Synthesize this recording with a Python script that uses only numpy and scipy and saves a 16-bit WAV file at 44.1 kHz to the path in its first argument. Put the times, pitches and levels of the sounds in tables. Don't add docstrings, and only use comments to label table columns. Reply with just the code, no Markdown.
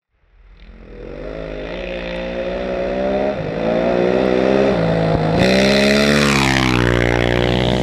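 import sys
import numpy as np
from scipy import signal
from scipy.fft import rfft, irfft
from scipy.io import wavfile
from scipy.ndimage import uniform_filter1d, minimum_filter1d

SR = 44100
rng = np.random.default_rng(int(sys.argv[2]) if len(sys.argv) > 2 else 0)


def dump(signal):
    limited = np.clip(np.atleast_2d(signal).T, -1, 1)
    pcm = np.round(limited * 32767).astype(np.int16)
    wavfile.write(sys.argv[1], SR, pcm)


N = 344862
TIME = np.arange(N) / SR
PULSE_SAMPLES = 4096
HZ = np.maximum(np.fft.rfftfreq(PULSE_SAMPLES, 1 / SR), 1)
PASS_S, SPEED_M_PER_S = 6.53, 33
SHUT_S, REOPEN_S, OPEN_S, EASE_S = .074, .11, .059, .18

# (multiple of the firing rate, level [dB])
CRUISING = [(1, -22), (2, -24), (3, -9), (4, -12.5), (5, -15.5), (6, -8.0), (7, -13), (8, -12), (9, 1),
            (10, -9.5), (11, -6.5), (12, -17.5), (13, -18.5), (14, -20)]
# (from [s], until [s], note drop [dB], rasp drop [dB], added unevenness [0-1])
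SHUT_OFFS = [(3.28, 3.55, 6.5, 3, .75), (4.68, 5.33, 3.5, 2, 0.04)]
# (from [s], until [s], rasp lift [dB])
WIDE_OPEN = [(1.62, 2.12, 3.5), (5.36, 7.7, 8.5)]
# (time [s], dry peak [dB])
BACKFIRES = [(4.724, -10), (4.893, -12), (5.1512, 5.5), (5.352, -5), (5.386, -5), (5.418, 0.5),
             (7.683, -11)]


def from_db(db):
    return 10 ** (np.asarray(db) / 20)


def curves(rows, when):
    times, *columns = np.transpose(rows)
    return [np.interp(when, times, column) for column in columns]


def at_hz(points, hz):
    points_hz, db = np.transpose(points)
    return np.interp(np.log(hz), np.log(points_hz), db)


def band(x, low_hz, high_hz, order=2):
    sos = signal.butter(order, [low_hz, high_hz], "band", fs=SR, output="sos")
    return signal.sosfilt(sos, x + 1e-18)


def strength(x):
    power = uniform_filter1d(uniform_filter1d(x * x, size=3000), size=2200)
    return np.sqrt(np.abs(power) + 1e-14)


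def held(rows, when, attack_s, release_s):
    total = 0
    for start, end, *amounts in rows:
        envelope = np.clip((when - start) / attack_s, 0, 1) * np.clip(1 - (when - end) / release_s, 0, 1)
        total = total + np.outer([1, *amounts], envelope)
    return total


def shares(stages, when):
    times = np.sort([s for stage in stages for s in stage[:2]])
    return np.transpose([np.interp(when, times, np.repeat(share, 2)) for share in np.eye(len(stages))])


def blend(stages, when, read):
    return sum(share[:, None] * read(stage[-1]) for share, stage in zip(shares(stages, when).T, stages))


def string_together(spectra, when):
    lead = PULSE_SAMPLES // 16
    out = np.zeros(N + 2 * PULSE_SAMPLES)
    for i, pulse in zip(np.clip(when * SR, 0, N).astype(int), np.roll(irfft(spectra), lead, axis=1)):
        out[i:i + PULSE_SAMPLES] += pulse
    return out[lead:lead + N]


def ride(when, nearest_m=8, sound_m_per_s=343):
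    along = SPEED_M_PER_S * (when - PASS_S)
    distance = np.hypot(along, nearest_m)
    mach = SPEED_M_PER_S / sound_m_per_s
    return distance, (1 + along / distance) / 2, (1 - mach) / (1 + mach * along / distance)


def firings(rate, one_at_s):
    cycles = np.cumsum(rate) / SR
    cycles -= np.interp(one_at_s, TIME, cycles)
    return np.interp(np.arange(np.ceil(cycles[0]), cycles[-1]), cycles, TIME)


def unevenness(when, clean=.08, at_backfire=.2, upset_s=.05):
    shut, _, _, added = held(SHUT_OFFS, when, SHUT_S, REOPEN_S)
    upset = sum(np.exp(-((when - s) / upset_s) ** 2) for s, _ in BACKFIRES)
    return np.clip(clean + added + at_backfire * shut * upset, 0, 1)


def thumps(stages, when, rate, stumble, fall_db=1.5):
    multiple = HZ / rate[:, None]
    db = blend(stages, when, lambda table: np.interp(multiple, *np.transpose(table)))
    db -= fall_db * np.clip(multiple - 14, 0, 40)
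    db -= 42 * np.maximum(1 - multiple, 0)
    force = rng.standard_normal((len(when), 1))
    colour = uniform_filter1d(rng.standard_normal(db.shape), size=14)
    db += 3 * stumble[:, None] * (force + 4 * colour)
    cepstrum = irfft(np.log(from_db(db)))
    cepstrum[:, 1:PULSE_SAMPLES // 2] *= 2
    cepstrum[:, PULSE_SAMPLES // 2 + 1:] = 0
    return -np.exp(rfft(cepstrum))


def turbulence(when, memory):
    noise = rng.standard_normal((len(when), PULSE_SAMPLES))
    return signal.lfilter([np.sqrt(1 - memory ** 2)], [1, -memory], noise, axis=0)


def cracks(when, behind, lag_s=.0005, rise_s=.0007, crack_s=.0016, tail_s=.017, vary_db=1.6):
    # (frequency [Hz], level [dB])
    farthest = [(800, -2), (1300, -2.5), (1650, -14), (2000, -11), (2550, -15), (3100, -25), (3600, -22),
                (4300, -30), (5400, -22.5), (6300, -38), (8000, -40), (11000, -50), (15000, -78)]
    rattle = [(800, 4.5), (1400, -7), (2550, -6), (3600, -11), (4400, -26), (5600, -25), (6600, -37),
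              (15000, -63.5)]
    far = [(800, 0.5), (1300, -4), (1650, -11), (2000, -12), (2550, -14.5), (3050, -20.5), (3600, -20.5),
           (4400, -28.5), (5600, -27), (6500, -37.5), (8000, -43), (11000, -50), (15000, -83)]
    coasting = [(800, 1), (1300, -1), (1650, -9), (2000, -12), (2550, -18), (3050, -20), (3600, -20),
                (4400, -26), (5600, -34), (6500, -44), (8000, -43), (11000, -51), (15000, -80)]
    near = [(800, 1), (1080, -5), (1400, 0), (1650, -7), (2000, 0), (2550, -2.5), (3050, -12.5),
            (3600, -7.5), (4050, -6.5), (4450, -14), (5600, -13.5), (6500, -24), (8000, -23), (12000, -29),
            (15000, -42)]
    side = [(600, 11.5), (900, -12.5), (1500, -7), (2300, -3.5), (3200, -14), (4500, -15.5), (6000, -17.5),
            (7500, -22.5), (10000, -25.5), (13500, -34.5), (15500, -57)]
    rear = [(800, 6), (1300, -3), (1850, 0.5), (2600, -8.5), (3300, -12), (4700, -24.5), (5700, -18.5),
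            (6500, -30), (7300, -25), (8500, -30.5), (12500, -34), (15000, -54.0)]
    leaving = [(800, 0), (1400, -7), (2000, -4.5), (2500, -12), (3300, -2), (5500, -25.5), (12500, -29),
               (15000, -56)]
    # (from [s], until [s], colour)
    colours = [(0, 1.3, farthest), (1.7, 2.05, rattle), (2.7, 4.66, far), (4.8, 5.3, coasting),
               (5.42, 6.12, near), (6.3, 6.7, side), (6.9, 7.2, rear), (7.55, 7.82, leaving)]
    wide_open, _ = held(WIDE_OPEN, when, OPEN_S, EASE_S)
    over_tail_db = -11 + 14 * wide_open + 10 * behind
    age = np.maximum(TIME[:PULSE_SAMPLES] - lag_s, 0)
    crack, tail = [(1 - np.exp(-age / rise_s)) * np.exp(-age / decay) for decay in (crack_s, tail_s)]
    crack = turbulence(when, memory=.6) * crack / np.linalg.norm(crack)
    tail = turbulence(when, memory=.3) * tail / np.linalg.norm(tail)
    force = from_db(over_tail_db + vary_db * rng.standard_normal(len(when)))[:, None]
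    burst = (force * crack + tail) / np.sqrt(1 + from_db(2 * over_tail_db))[:, None]
    return rfft(burst) * from_db(blend(colours, when, lambda table: at_hz(table, HZ)))


def silencer(doppler, behind, lost_behind=.7):
    # (centre [Hz], width [Hz], lift [dB])
    modes = [(1410, 140, 2.5), (1630, 130, -3.5), (1940, 220, 4), (2260, 96, -4.5), (2557, 180, 6),
             (3603, 156, 8.5), (3830, 95, -9), (4067, 147, 8.5), (4690, 150, 5), (5280, 180, 3),
             (5700, 150, 4.5), (6850, 220, 4), (7680, 220, 7), (8250, 200, 6)]
    source_hz = HZ / doppler[:, None]
    ring = sum((from_db(db) - 1) / (1 + 2j * (source_hz - hz) / width) for hz, width, db in modes)
    return 1 + (1 - lost_behind * behind[:, None]) * ring


def ice_reflection(when, share=.92, dull_hz=1950, nearest_hz=480):
    along = SPEED_M_PER_S * (when - PASS_S)
    far_hz = np.where(along < 0, 1080, 1230)
    reach_m = np.where(along < 0, 12.3, 16)
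    notch_hz = far_hz + (nearest_hz - far_hz) * np.exp(-(along / reach_m) ** 2)
    return 1 + share * np.exp(-(HZ / dull_hz) ** 2 - 1j * np.pi * HZ / notch_hz[:, None])


def exhaust_levels(air_db_per_m=.18, most_loss_db=16):
    # (time [s], note level [dB], rasp level [dB])
    loudness = [(0.05, -96, -88), (0.5, -61.5, -62), (0.62, -51, -58), (0.85, -41.5, -54.5),
                (1.05, -33.5, -48.5), (1.3, -29, -41.5), (2.1, -26.5, -35.5), (3.15, -18, -35),
                (3.7, -17.5, -32.5), (4.6, -14.5, -29), (5.45, -14, -30.5), (5.82, -14.5, -29),
                (6.1, -14, -29), (6.55, -18.5, -28), (6.8, -16, -32), (7.1, -17, -31.5), (7.5, -17.5, -34),
                (7.82, -19.5, -34.5)]
    note_db, rasp_db = curves(loudness, TIME)
    _, note_drop, rasp_drop, _ = held(SHUT_OFFS, TIME, SHUT_S, REOPEN_S)
    _, lift = held(WIDE_OPEN, TIME, OPEN_S, EASE_S)
    distance, behind, _ = ride(TIME)
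    rasp_db += lift - rasp_drop
    air_loss = np.minimum(air_db_per_m * distance, most_loss_db)
    sizzle_db = rasp_db - 5.5 - air_loss - 11.5 * behind
    return note_db - note_drop, rasp_db, sizzle_db


def first_bike(pipe_hz=204.05):
    # (time [s], firing rate [Hz])
    revs = [(0.5, 36), (0.7, 44.9), (0.8, 43.6), (0.9, 40), (1.0, 40.6), (1.1, 46.6), (1.2, 50.8),
            (1.38, 54.6), (1.61, 50.8), (1.68, 56.6), (1.8, 61.1), (2.07, 58.1), (2.44, 60.1), (2.6, 63.4),
            (2.77, 61.0), (3.0, 64.2), (3.3, 69.3), (3.34, 64.5), (3.44, 49.2), (3.57, 55.4), (3.77, 57.4),
            (3.89, 61.0), (4.01, 59.8), (4.22, 64.4), (4.34, 62.6), (4.5, 65.8), (4.67, 67.6), (4.81, 55.3),
            (5.0, 54.8), (5.2, 52.9), (5.3, 53.4), (5.45, 62.5), (5.67, 67.3), (5.9, 69.8), (6.16, 73.4),
            (6.3, 70.2), (6.41, 66.9), (6.59, 65.6), (6.8, 60.0), (7.05, 59.4), (7.27, 59.8), (7.82, 62.4)]
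    # (multiple of the firing rate, level [dB])
    idling = [(1, -16), (2, -23), (3, -12.5), (4, 1.5), (5, 2.5), (6, -12), (9, -10), (14, -10)]
    lugging = [(1, -20), (2, -28), (3, -4.5), (4, -20), (5, -4), (6, -7.5), (7, -6.5), (8, -2), (9, -6.5),
               (10, 1), (11, -2), (12, 2), (13, -10), (14, -16)]
    coasting = [(1, -11), (2, -8), (3, 3.5), (4, -14), (5, -7.5), (6, -9), (7, -13), (8, -14), (9, 1.5),
                (10, -0.5), (11, -7), (12, -4), (13, -18), (14, -8)]
    picking_up = [(1, -15.5), (2, -19.5), (3, -7), (4, -3.5), (5, -9.5), (6, -4.5), (7, -12), (8, -8),
                  (9, 3), (10, -10), (11, 4.5), (12, -6.5), (14, -9)]
    pulling = [(1, -17), (2, -14), (3, -2), (4, -4), (5, -6.5), (6, 3), (7, -4), (8, 1.5), (9, -0.5),
               (10, -9), (11, -8.5), (12, -14), (13, -10.5), (14, -13.5)]
    full_throttle = [(1, -13), (2, -11), (3, 2), (4, -8), (5, -10.5), (6, -1), (7, -7.5), (8, -3.5), (9, 4),
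                     (10, -15.5), (11, -10.5), (12, -14), (13, -12), (14, -14.5)]
    swinging_by = [(1, -8.5), (2, -1.5), (3, 4), (4, -3.5), (5, -4), (7, 3), (9, -2), (14, -11), (20, -3)]
    side_on = [(1, 1.5), (2, 6.5), (3, 3), (4, 8.5), (5, 10), (6, 5), (8, 3.5), (10, -0.5), (12, -1.5),
               (14, -3), (18, -6)]
    from_behind = [(1, 3.5), (2, 5.5), (3, 0.5), (4, -2), (5, 2.5), (6, 4.5), (7, -1), (8, 3), (9, 3),
                   (10, 2), (11, 1), (12, -2.5), (13, -1.5), (16, -1)]
    # (from [s], until [s], share of a pulse that leaves the pipe at once [0-1], note)
    stages = [(0, .72, .9, idling), (.98, 1.555, .87, lugging), (1.799, 3.28, .66, CRUISING),
              (3.39, 3.41, .73, coasting), (3.62, 3.904, .77, picking_up), (4.0, 4.662, .93, pulling),
              (4.78, 5.333, .7, coasting), (5.46, 6.017, .68, full_throttle),
              (6.12, 6.32, .7, swinging_by), (6.466, 6.68, .82, side_on), (6.88, 7.821, .97, from_behind)]
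    when = firings(curves(revs, TIME)[0], one_at_s=7.0553)
    rate, = curves(revs, when)
    stumble = unevenness(when)
    ice = ice_reflection(when)
    _, behind, doppler = ride(when)
    when = when + .0007 * stumble * rng.standard_normal(len(when))
    direct = shares(stages, when) @ [[stage[2]] for stage in stages]
    trip = np.exp(-2j * np.pi * HZ / pipe_hz)
    bounces = (direct - trip) / (1 - direct * trip)
    note = string_together(thumps(stages, when, rate, stumble) * bounces * ice, when)
    gas = string_together(cracks(when, behind) * silencer(doppler, behind) * ice, when)
    rasp, sizzle = band(gas, 852, 4570, order=4), band(gas, 4660, 15000, order=4)
    note_db, rasp_db, sizzle_db = exhaust_levels()
    return (note / strength(band(note, 100, 900)) * from_db(note_db)
            + rasp / strength(band(rasp, 1200, 6000)) * from_db(rasp_db)
            + sizzle / strength(sizzle) * from_db(sizzle_db))


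def forest(x, top_hz=4500, t60_s=.7, build_s=.034):
    age = TIME[:SR]
    envelope = from_db(-60 * age / t60_s) * (1 - np.exp(-age / build_s))
    echo = band(rng.standard_normal(SR), 83, top_hz) * envelope
    return signal.fftconvolve(x, echo / np.linalg.norm(echo))[:N] * np.sqrt(2 * top_hz / SR)


def drone(start_s=.09, rumble_db=-9):
    # (time [s], pitch [Hz], gain of tone and rumble [dB])
    course = [(0.0, 41.2, -84), (0.36, 42.2, -50), (0.73, 44.15, -40), (1.53, 45.1, -35.5),
              (2.92, 47.36, -38), (3.6, 47.6, -47.5)]
    hz, gain_db = curves(course, TIME)
    rumble = band(rng.standard_normal(N), 28, 70)
    tone = from_db(1) * np.sqrt(2) * np.sin(2 * np.pi * np.cumsum(hz) / SR)
    tone *= np.interp(TIME, [3.1, 3.6], [1, .2])
    return from_db(gain_db) * (TIME > start_s) * (tone + from_db(rumble_db) * rumble / rumble.std())


def lake_air(level_db=-45):
    # (frequency [Hz], level [dB])
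    colour = [(15, -29), (25, -7.5), (52, -1), (104, -17), (216, -27.5), (242, -36), (401, -21.5),
              (1000, -31), (2090, -28), (6000, -57.5), (7800, -87), (13200, -120)]
    gain = from_db(at_hz(colour, np.fft.rfftfreq(N, 1 / SR) + 1))
    air = irfft(rfft(rng.standard_normal(N)) * gain, N)
    swell = np.interp(TIME, [.09, .15, 1.2], [0, .15, 1])
    return from_db(level_db) * swell * air / air.std()


def knocks(decay_s=.0019):
    # (time [s], dry peak [dB])
    hits = [(.571, -44), (.597, -35), (.623, -34), (.645, -37), (.670, -39)]
    when, db = np.transpose(hits)
    _, behind, doppler = ride(when)
    burst = rng.standard_normal((len(when), PULSE_SAMPLES)) * np.exp(-TIME[:PULSE_SAMPLES] / decay_s)
    ping = band(irfft(rfft(burst) * silencer(doppler, behind)), 1900, 4200, order=4)
    gain = from_db(db) / np.abs(ping).max(axis=1)
    return string_together(rfft(ping) * gain[:, None], when)


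def second_bike(echo_db=-9, clean=.09, shut_s=.58):
    # (time [s], firing rate [Hz], level [dB])
    run = [(0, 53, -103), (1.0, 53.7, -41.5), (2.3, 59, -33.5), (3.3, 55, -31), (3.5, 65.6, -30),
           (4.0, 67, -23), (4.8, 70.3, -23.5), (5.26, 78.3, -23), (5.7, 70, -26), (6.2, 76, -40),
           (6.9, 67, -45), (7.4, 50.6, -30.5), (7.7, 47.7, -21.5)]
    # (from [s], until [s], added unevenness [0-1])
    shut_off = [(6.95, 7.82, 0.63)]
    # (multiple of the firing rate, level [dB])
    burble = [(1, -22), (2, -7), (3, 0.5), (4, 7), (6, -15), (14, -11)]
    rate, level_db = curves(run, TIME)
    when = firings(rate, one_at_s=4.0)
    rate, _ = curves(run, when)
    stumble = clean + held(shut_off, when, shut_s, REOPEN_S)[1]
    pulses = thumps([(0, 6.9, CRUISING), (7.3, 7.82, burble)], when, rate, stumble)
    when = when + .0014 * stumble * rng.standard_normal(len(when))
    note = band(string_together(pulses, when), 110, 830)
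    note = note / strength(note) * from_db(level_db)
    return note + from_db(echo_db) * forest(note)


def snow_ticks(decay_s=.0025):
    # (time [s], peak [dB], centre [Hz])
    ticks = [(1.99, -49, 8500), (2.16, -41, 8000), (4.257, -43, 10000)]
    out, age = np.zeros(N + PULSE_SAMPLES), TIME[:PULSE_SAMPLES]
    for s, db, hz in ticks:
        burst = rng.standard_normal(PULSE_SAMPLES) * np.exp(-age / decay_s)
        snap = band(burst, hz * .7, hz * 1.35, order=6)
        out[int(s * SR):int(s * SR) + PULSE_SAMPLES] += from_db(db) * snap / np.abs(snap).max()
    return out[:N]


def backfires(spike_s=.00088, puff_s=.0026):
    out, age = np.zeros(N + PULSE_SAMPLES), TIME[:PULSE_SAMPLES]
    for s, db in BACKFIRES:
        puff = .105 * rng.standard_normal(PULSE_SAMPLES) * np.exp(-age / puff_s)
        bang = band(puff - np.exp(-age / spike_s), 55, 840)
        out[int(s * SR):int(s * SR) + PULSE_SAMPLES] += from_db(db) * bang / np.abs(bang).max()
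    return out[:N]


def snow_spray(level_db=-39.5, reached_s=7.85, rise_db_per_s=29):
    hiss = band(rng.standard_normal(N), 3500, 7500)
    return hiss / hiss.std() * from_db(level_db + rise_db_per_s * (TIME - reached_s))


def scene(echo_at_30_m_db=-16.5, echo_db_per_decade=11):
    bike = first_bike() + backfires() + knocks()
    distance, _, _ = ride(TIME)
    wet = from_db(echo_at_30_m_db + echo_db_per_decade * np.log10(distance / 30))
    bike = (bike + wet * forest(bike)) / np.sqrt(1 + wet ** 2)
    return (bike + second_bike() + snow_spray() + snow_ticks() + drone() + lake_air())[None]


def record(dry, release_db_per_s=65, cutoff_hz=16300):
    over_db = 20 * np.log10(np.maximum(np.abs(dry), 1))
    recovery = release_db_per_s * TIME
    gain_db = minimum_filter1d(recovery - np.maximum.accumulate(over_db + recovery, axis=-1), size=128)
    limited = dry * from_db(uniform_filter1d(uniform_filter1d(gain_db, size=64), size=64))
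    return signal.sosfilt(signal.cheby2(20, 90, cutoff_hz, fs=SR, output="sos"), limited)


dry = scene()
out = record(dry)
dump(out)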